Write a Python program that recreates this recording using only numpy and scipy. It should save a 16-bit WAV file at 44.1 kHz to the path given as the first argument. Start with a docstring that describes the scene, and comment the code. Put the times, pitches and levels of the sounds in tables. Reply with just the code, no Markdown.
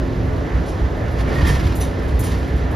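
"""Inside a moving city bus: filtered noise makes road rumble, a one-pitch cabin boom and a roar of air and tyres.
A wavering sine is the faint gear whine; bright hiss ticks and clinks of a loose metal fitting dot the ride.
From about 1.2 s a bump thumps the body in low decaying sines, trim rattles in dense contacts, a panel squeaks.
Strong clinks follow near 1.8 and 2.2 s, their metal ringing on as narrow bands of noise.
A phone with two microphone ports listens throughout; the treble reaches the ports out of step."""
import sys
import numpy as np
from scipy import signal
from scipy.fft import rfft, irfft
from scipy.io import wavfile
from scipy.ndimage import uniform_filter1d

SR = 44100
rng = np.random.default_rng(int(sys.argv[2]) if len(sys.argv) > 2 else 0)


def int16_out(signal):
    """Quantize to a 16-bit WAV file."""
    q = np.round(np.clip(np.atleast_2d(signal).T, -1, 1) * 32767)
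    wavfile.write(sys.argv[1], SR, q.astype(np.int16))


N = 121275
T = np.arange(N) / SR  # s
F = np.maximum(np.fft.rfftfreq(N, 1 / SR), 1)  # Hz

# Road rumble through the floor, before its trim: t/s, level/dB
ROAD_LEVEL = [(0.0, -20.5), (0.23, -19.5), (0.24, -17), (0.5, -22), (0.57, -17.5), (0.67, -22), (0.83, -19),
              (0.88, -22.5), (1.37, -18.5), (1.41, -14), (1.47, -17.5), (1.6, -17.5), (1.7, -18),
              (1.93, -20.5), (2.13, -18.5), (2.42, -21), (2.63, -18), (2.69, -23), (2.75, -18)]
# Its colour: f/Hz, gain/dB
ROAD_COLOUR = [(12, -52), (20, -16), (45, -4.5), (64, 1), (178, -10.5), (221, -24), (240, -20.5),
               (310, -66), (530, -120)]
# Boom of the cabin, before its trim: t/s, level/dB
BOOM_LEVEL = [(0.0, -22), (0.45, -32), (0.47, -39), (0.55, -12), (0.7, -33), (0.84, -12.5), (0.99, -38),
              (1.15, -17.5), (1.36, -25), (1.4, -34), (1.67, -25), (1.71, -40), (2.17, -10), (2.23, -35),
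              (2.33, -15), (2.38, -27.5), (2.59, -12), (2.75, -40)]
BOOM_HZ, BOOM_WIDTH_HZ = 60.2, 4
ROAD_TRIM_DB, BOOM_TRIM_DB = -1.5, -3.0

# Thumps of the body, peak level before the envelope: t/s, f/Hz, level/dB, t60/s
THUMPS = [(1.001, 111.7, -14, 0.34), (1.391, 140, -13, 0.25), (1.421, 74, -5, 0.15), (1.492, 55, -9, 0.15),
          (1.503, 140.3, -14, .3), (1.507, 73.4, -15, 0.28), (1.535, 69.5, -14, 0.099),
          (1.567, 49, -11, 0.16), (1.65, 75, -8, 0.19), (1.786, 62, -9, .15), (2.126, 61, -26, 0.3),
          (2.191, 105, -11.5, 0.26)]
THUMP_ATTACK_S = 0.0034

# Trim shaking, before its trim: t/s, level/dB
SHAKE_LEVEL = [(0.0, -33), (0.01, -52), (1.14, -47), (1.21, -34), (1.24, -44), (1.5, -27.5), (1.52, -33),
               (1.57, -31), (1.58, -36), (1.66, -33), (1.78, -41), (1.82, -35.5), (1.89, -44),
               (2.16, -41.5), (2.25, -36.5), (2.33, -38.5), (2.73, -49.5), (2.75, -54)]
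# Its colour: f/Hz, gain/dB
SHAKE_COLOUR = [(500, -10), (1000, 12), (1600, 0.5), (1850, 7.5), (2300, 1.5), (3200, 0.5), (5000, -4),
                (7000, -10.5), (9000, -11), (11000, -16), (15500, -26)]
SHAKE_TRIM_DB, SHAKE_SPREAD_DB = 0.5, 3.5
SHAKE_RATE = 1500  # mean contacts a second in each of two streams
SHAKE_DECAY_S = 0.0079  # time constant of one contact

# Clinks: t/s, rattle level/dB, ring level/dB, pole against ring/dB, panel against ring/dB, rattle t60/s
CLINKS = [(.66, -44, -50, -12, -12, .3), (.68, -43, -53.5, -6, 6.5, 0.18), (1.18, -45, -65, 0, 0, 0.14),
          (1.205, -46, -66, -2, -2, .15), (1.275, -52, -61, 0, -1, .3), (1.462, -45, -63, 0, 18, .3),
          (1.475, -35, -36, -8, -1, 0.32), (1.545, -56, -60, 3, 8, .3), (1.64, -61, -63, 0, 2, .3),
          (1.805, -35, -29.5, -4, -17, 0.31), (2.234, -32, -32.5, -13, -20, 0.36)]
# Colour of the rattle: f/Hz, gain/dB
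CLINK_COLOUR = [(2000, -5), (4000, -3), (6300, -2), (7500, -4), (8800, -3), (10000, -1), (11200, -14),
                (15000, -14)]
CLINK_ATTACK_S, RING_ATTACK_S = 0.01, 0.006
# Ringing modes of the fitting: f/Hz, width/Hz, level/dB, t60/s
FITTING_MODES = [(8562, 130, -6, .25), (8988, 200, -7, .25), (9400, 250, -8, .25), (9957, 300, 1, .13),
                 (10400, 300, -5, .15), (11104, 40, -13, .15)]
# Ringing modes of the pole: f/Hz, width/Hz, level/dB, t60/s
POLE_MODES = [(3700, 70, -9, .3), (4045, 40, -13, .3), (4230, 40, -12, .3), (6028, 100, 0, .17),
              (6656, 50, -10, .25)]
# Ringing modes of the panel: f/Hz, width/Hz, level/dB, t60/s
PANEL_MODES = [(3181, 160, -4, .2), (4738, 60, -8, .25), (5240, 70, -6, .25), (5422, 60, -3, .25)]

# Ticks of the fitting: t/s, level/dB, top end against it/dB, rise/s
TICKS = [(.038, -55.5, 0, .006), (.25, -55, 0, .006), (.365, -58, 0, .006), (.655, -49, -4, .008),
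         (.964, -58, 0, .006), (1.11, -50, 0, .006), (1.195, -62, 0, .006), (1.348, -44, 0, .006),
         (1.46, -41, -6, .005), (1.47, -35, 0, 0.0037), (1.642, -58, -4, .006), (1.752, -35.5, 5, 0.0033),
         (1.801, -43, 8, .003), (2.022, -52, 0, .006), (2.075, -48, -4, .006), (2.192, -32, 4.5, 0.0025),
         (2.24, -41, 2, 0.0034), (2.381, -49, 0, .006), (2.473, -52, 0, .006), (2.558, -51, 0, .006),
         (2.709, -48, 3, .004)]
# Their colour: f/Hz, gain/dB
TICK_COLOUR = [(3000, -34), (5500, -12), (7000, 0.5), (9000, 2), (10200, 3), (11200, -7), (13300, -4.5),
               (15500, -11)]
TICK_SPLIT_HZ, TICK_T60_S = 11200, 0.25
CRACK_DB, CRACK_T60_S = -2, 0.029  # crack against the top end

# Squeaks of panels: t/s, f/Hz, level/dB, length/s
SQUEAKS = [(1.272, 1805, -36, .018), (1.275, 2320, -41, .025), (1.295, 1815, -41, .045),
           (1.355, 1875, -29, .024), (1.379, 1870, -29, .02), (1.397, 1845, -33, .024),
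           (1.425, 1850, -40, .02), (1.446, 1845, -30, .018), (1.465, 1860, -34, .012),
           (1.465, 3180, -39, .047), (1.474, 1812, -28.5, .044), (1.516, 1805, -36, .02),
           (1.536, 1830, -37, .03), (1.567, 3180, -41, .014), (1.57, 1805, -39, .02)]
SQUEAK_ROUGH_DB = 0.8
SQUEAK_WAVER = 0.002  # share of the pitch

# Roar of air and tyres, before its trim: t/s, level/dB
ROAR_LEVEL = [(0.0, -27), (0.01, -27), (1.22, -27), (1.25, -27), (1.28, -23), (1.86, -27.5), (2.72, -26.5),
              (2.75, -26)]
# Its colour: f/Hz, gain/dB
ROAR_COLOUR = [(170, 1), (230, 0), (400, 0.5), (600, -2.5), (900, -9), (1500, -13.5), (1850, -15.5),
               (2400, -21.5), (4000, -28), (6500, -35), (9000, -43), (12000, -46), (15500, -55)]
# Cabin resonances on the roar: f/Hz, width/Hz, boost/dB
RESONANCES = [(307, 25.4, 5.34), (351, 12.5, 5.2), (432, 11, 6.4), (571.6, 21, 4), (671, 14, 1.1),
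              (1440, 15, 1.9), (1712, 29, 4.9), (1798, 34, 6), (2005, 45, 6)]
ROAR_TRIM_DB, ROAR_FLICKER_DB = 0.62, 1.17

# Gear whine before its waver: t/s, f/Hz
WHINE_PITCH = [(0, 260.7), (1.0, 260.4), (2.1, 261.3), (2.75, 260.3)]
WHINE_DB, WHINE_WOBBLE_DB, WHINE_WAVER_HZ = -35, 2, 0.77

# Likeness of the noise at the two ports: f/Hz, correlation (0-1)
LIKENESS = [(20, 1), (60, 1), (130, .97), (290, .65), (630, .68), (1250, .1), (1800, .55), (2600, .9),
            (3300, 1), (5000, 1), (7000, .8), (8300, 1), (10000, .85), (11100, 1), (12700, 1), (13700, .8),
            (14600, 1)]
# Left port against right: f/Hz, level/dB
BALANCE_DB = [(60, -1.5), (200, -2), (370, 0), (690, 0), (1200, -2), (1800, -7), (2300, -3.5), (3200, 0),
              (16000, 0)]
# Phase by which the left port leads: f/Hz, phase/rad
LEAD = [(20, 0), (1200, 0), (2000, .35), (2800, .3), (3500, 0), (5000, 0), (5900, -.7), (6900, -1.3),
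        (7850, -np.pi), (8650, -np.pi), (10000, -4.7), (11150, -2 * np.pi), (12500, -2 * np.pi),
        (13500, -7.2), (14750, -3 * np.pi), (16000, -3 * np.pi)]
TOP_HZ = 15710


def undb(db):
    """Turns dB into gain."""
    return 10 ** (np.asarray(db) / 20)


def curve(rows):
    """Draws a time table as a straight-line automation, one value per sample."""
    return np.interp(T, *np.array(rows).T)


def over_f(rows):
    """Draws a frequency table over log frequency, one value per bin."""
    hz, v = np.array(rows).T
    return np.interp(np.log(F), np.log(hz), v, left=v[0], right=v[-1])


def unit(x):
    """Scales to rms 1."""
    return x / np.sqrt(np.mean(x ** 2))


def walk(rate):
    """Smooth random drift of rms 1, drawing a new value about `rate` times a second."""
    k = int(SR / rate)
    steps = np.repeat(rng.standard_normal(N // k + 1), k)
    smooth = uniform_filter1d(uniform_filter1d(steps, k), k)
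    return unit(smooth[:N])


def diffuse(gain, source=None):
    """Two-port noise of rms 1, alike by LIKENESS, through a gain per bin."""
    a, b = rfft(rng.standard_normal((2, N)) if source is None else source)
    c = np.clip(over_f(LIKENESS), 0, 1)
    mid, side = a * np.sqrt(1 + c), b * np.sqrt(1 - c)
    return unit(irfft(np.array([mid + side, mid - side]) * gain, N))


def colour(rows):
    """EQ gain per bin that falls away steeply outside the table."""
    lo, hi = rows[0][0], rows[-1][0]
    return undb(over_f(rows)) * np.minimum(F / lo, 1) ** 3 * np.minimum(hi / F, 1) ** 3


def bell(hz, width):
    """Resonance curve, 1 at its centre and half at the edges of its width."""
    return 1 / (1 + (2 * (F - hz) / width) ** 2)


def strike(start, attack, t60):
    """Envelope of a blow: short rise, exponential fall by 60 dB in t60."""
    t = np.maximum(T - start, 0)
    return (1 - np.exp(-t / attack)) * np.exp(-np.log(1000) * t / t60)


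def steadier(x, slack):
    """Evens out the level of a noisy band; small slack = steady."""
    x = unit(x)
    envelope = np.abs(signal.hilbert(np.atleast_2d(x).mean(axis=0)))
    return unit(x / (slack + uniform_filter1d(envelope, size=200)))


def road_rumble():
    """Road noise under the floor: low coloured noise riding its level curve."""
    noise = steadier(diffuse(colour(ROAD_COLOUR)), 6.1)
    return noise * undb(curve(ROAD_LEVEL) + ROAD_TRIM_DB)


def cabin_boom():
    """The cabin resonates at one pitch: a narrow, steadied band of noise that swells and fades."""
    band = steadier(diffuse(bell(BOOM_HZ, BOOM_WIDTH_HZ)), 0.22)
    return band * undb(curve(BOOM_LEVEL) + BOOM_TRIM_DB)


def thumps():
    """The struck body sounds as low sines with a short rise and exponential decay."""
    return sum(undb(db) * np.sin(2 * np.pi * hz * (T - start)) * strike(start, THUMP_ATTACK_S, t60)
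               for start, hz, db, t60 in THUMPS)


def shake():
    """Dense small contacts of trim and windows, each smeared into a short noise tail."""
    hits = rng.standard_normal((2, N)) * (rng.random((2, N)) < SHAKE_RATE / SR)
    hits = hits * undb(SHAKE_SPREAD_DB * np.minimum(rng.exponential(size=(2, N)), 3))
    tail = rng.standard_normal(2000) * np.exp(-T[:2000] / SHAKE_DECAY_S)
    smear = signal.fftconvolve(hits, tail[None])[:, :N]
    # flatten the broad spectrum first, so the colour table sets the tone
    spectrum = np.sqrt(uniform_filter1d(np.abs(rfft(smear[0])) ** 2, size=800))
    rattle = diffuse(colour(SHAKE_COLOUR) / spectrum, smear)
    return rattle * undb(curve(SHAKE_LEVEL) + SHAKE_TRIM_DB)


def clink_rattle():
    """The loose fitting rattles on after each clink: flickering bright noise under decaying envelopes."""
    envelope = sum(undb(db) * strike(start, CLINK_ATTACK_S, t60) for start, db, _, _, _, t60 in CLINKS)
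    return diffuse(colour(CLINK_COLOUR)) * envelope * undb(1.6 * walk(70))


def clink_ring():
    """Clinks excite modes of fitting, pole and panel: narrow noise bands that each decay in their own time."""
    chatter = rfft(rng.standard_normal(N))
    out = 0
    for part, modes in enumerate((FITTING_MODES, POLE_MODES, PANEL_MODES)):
        for hz, width, db, t60 in modes:
            ring = steadier(irfft(chatter / (1 + 2j * (F - hz) / width) ** 2, N), 1)
            envelope = sum(undb(ring_db + (0, pole_db, panel_db)[part]) * strike(start, RING_ATTACK_S, t60)
                           for start, _, ring_db, pole_db, panel_db, _ in CLINKS)
            out = out + ring * undb(db) * envelope
    return out


def ticks():
    """Bright ticks of the fitting: the top end cracks first, the body of the hiss swells after it."""
    top = 1 / (1 + (TICK_SPLIT_HZ / F) ** 12)  # crossover
    hiss = rfft(diffuse(colour(TICK_COLOUR)))
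    body, crack = 0, 0
    for start, db, top_db, rise in TICKS:
        body = body + undb(db) * strike(start, rise, TICK_T60_S)
        snap = undb(CRACK_DB) * strike(start, rise / 10, CRACK_T60_S)
        crack = crack + undb(db + top_db) * (strike(start, rise / 2, TICK_T60_S) + snap)
    return irfft(hiss * (1 - top), N) * body + irfft(hiss * top, N) * crack


def squeaks():
    """Rubbing panels squeak in short sine bursts, slightly rough in level and wavering in pitch."""
    rough = undb(SQUEAK_ROUGH_DB * walk(120))
    time_shift = np.cumsum(walk(150)) / SR * SQUEAK_WAVER
    bursts = 0
    for start, hz, db, length in SQUEAKS:
        arch = np.abs(np.sin(np.pi * np.clip((T - start) / length, 0, 1))) ** 0.77
        bursts = bursts + undb(db) * np.sin(2 * np.pi * hz * (T + time_shift)) * arch
    return np.sqrt(2) * rough * bursts


def roar():
    """Air and tyres: broad noise through cabin resonances; every octave flickers a little on its own."""
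    boost_db = sum(db * bell(hz, width) for hz, width, db in RESONANCES)
    whole = rfft(diffuse(colour(ROAR_COLOUR) * undb(boost_db)))
    out = 0
    for k in range(7, 15):  # octave bands centred on 2**k Hz, crossfading into their neighbours
        share = np.clip(1 - np.abs(np.log2(F) - k), 0, 1)
        out = out + irfft(whole * share, N) * undb(ROAR_FLICKER_DB * walk(9.07))
    return out * undb(curve(ROAR_LEVEL) + ROAR_TRIM_DB)


def whine():
    """A thin gear tone: one sine that wavers in pitch and level."""
    hz = curve(WHINE_PITCH) + WHINE_WAVER_HZ * walk(5.94)
    phase = 2 * np.pi * np.cumsum(hz) / SR
    return np.sqrt(2) * np.sin(phase) * undb(WHINE_DB + WHINE_WOBBLE_DB * walk(7.27))


def scene():
    """Mixes all the sources at the two ports."""
    body = road_rumble() + cabin_boom() + thumps()
    loose_parts = shake() + clink_rattle() + clink_ring() + ticks() + squeaks()
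    return body + loose_parts + roar() + whine()


def record(dry):
    """The ports differ in level and phase, half the difference on each; a steep low-pass cuts the top."""
    half = undb(over_f(BALANCE_DB) / 2) * np.exp(.5j * over_f(LEAD))
    ports = irfft(rfft(dry) * np.array([half, 1 / half]), N)
    low_pass = signal.ellip(12, .2, 70, TOP_HZ, fs=SR, output="sos")
    return signal.sosfilt(low_pass, ports)


dry = scene()
out = record(dry)
int16_out(out)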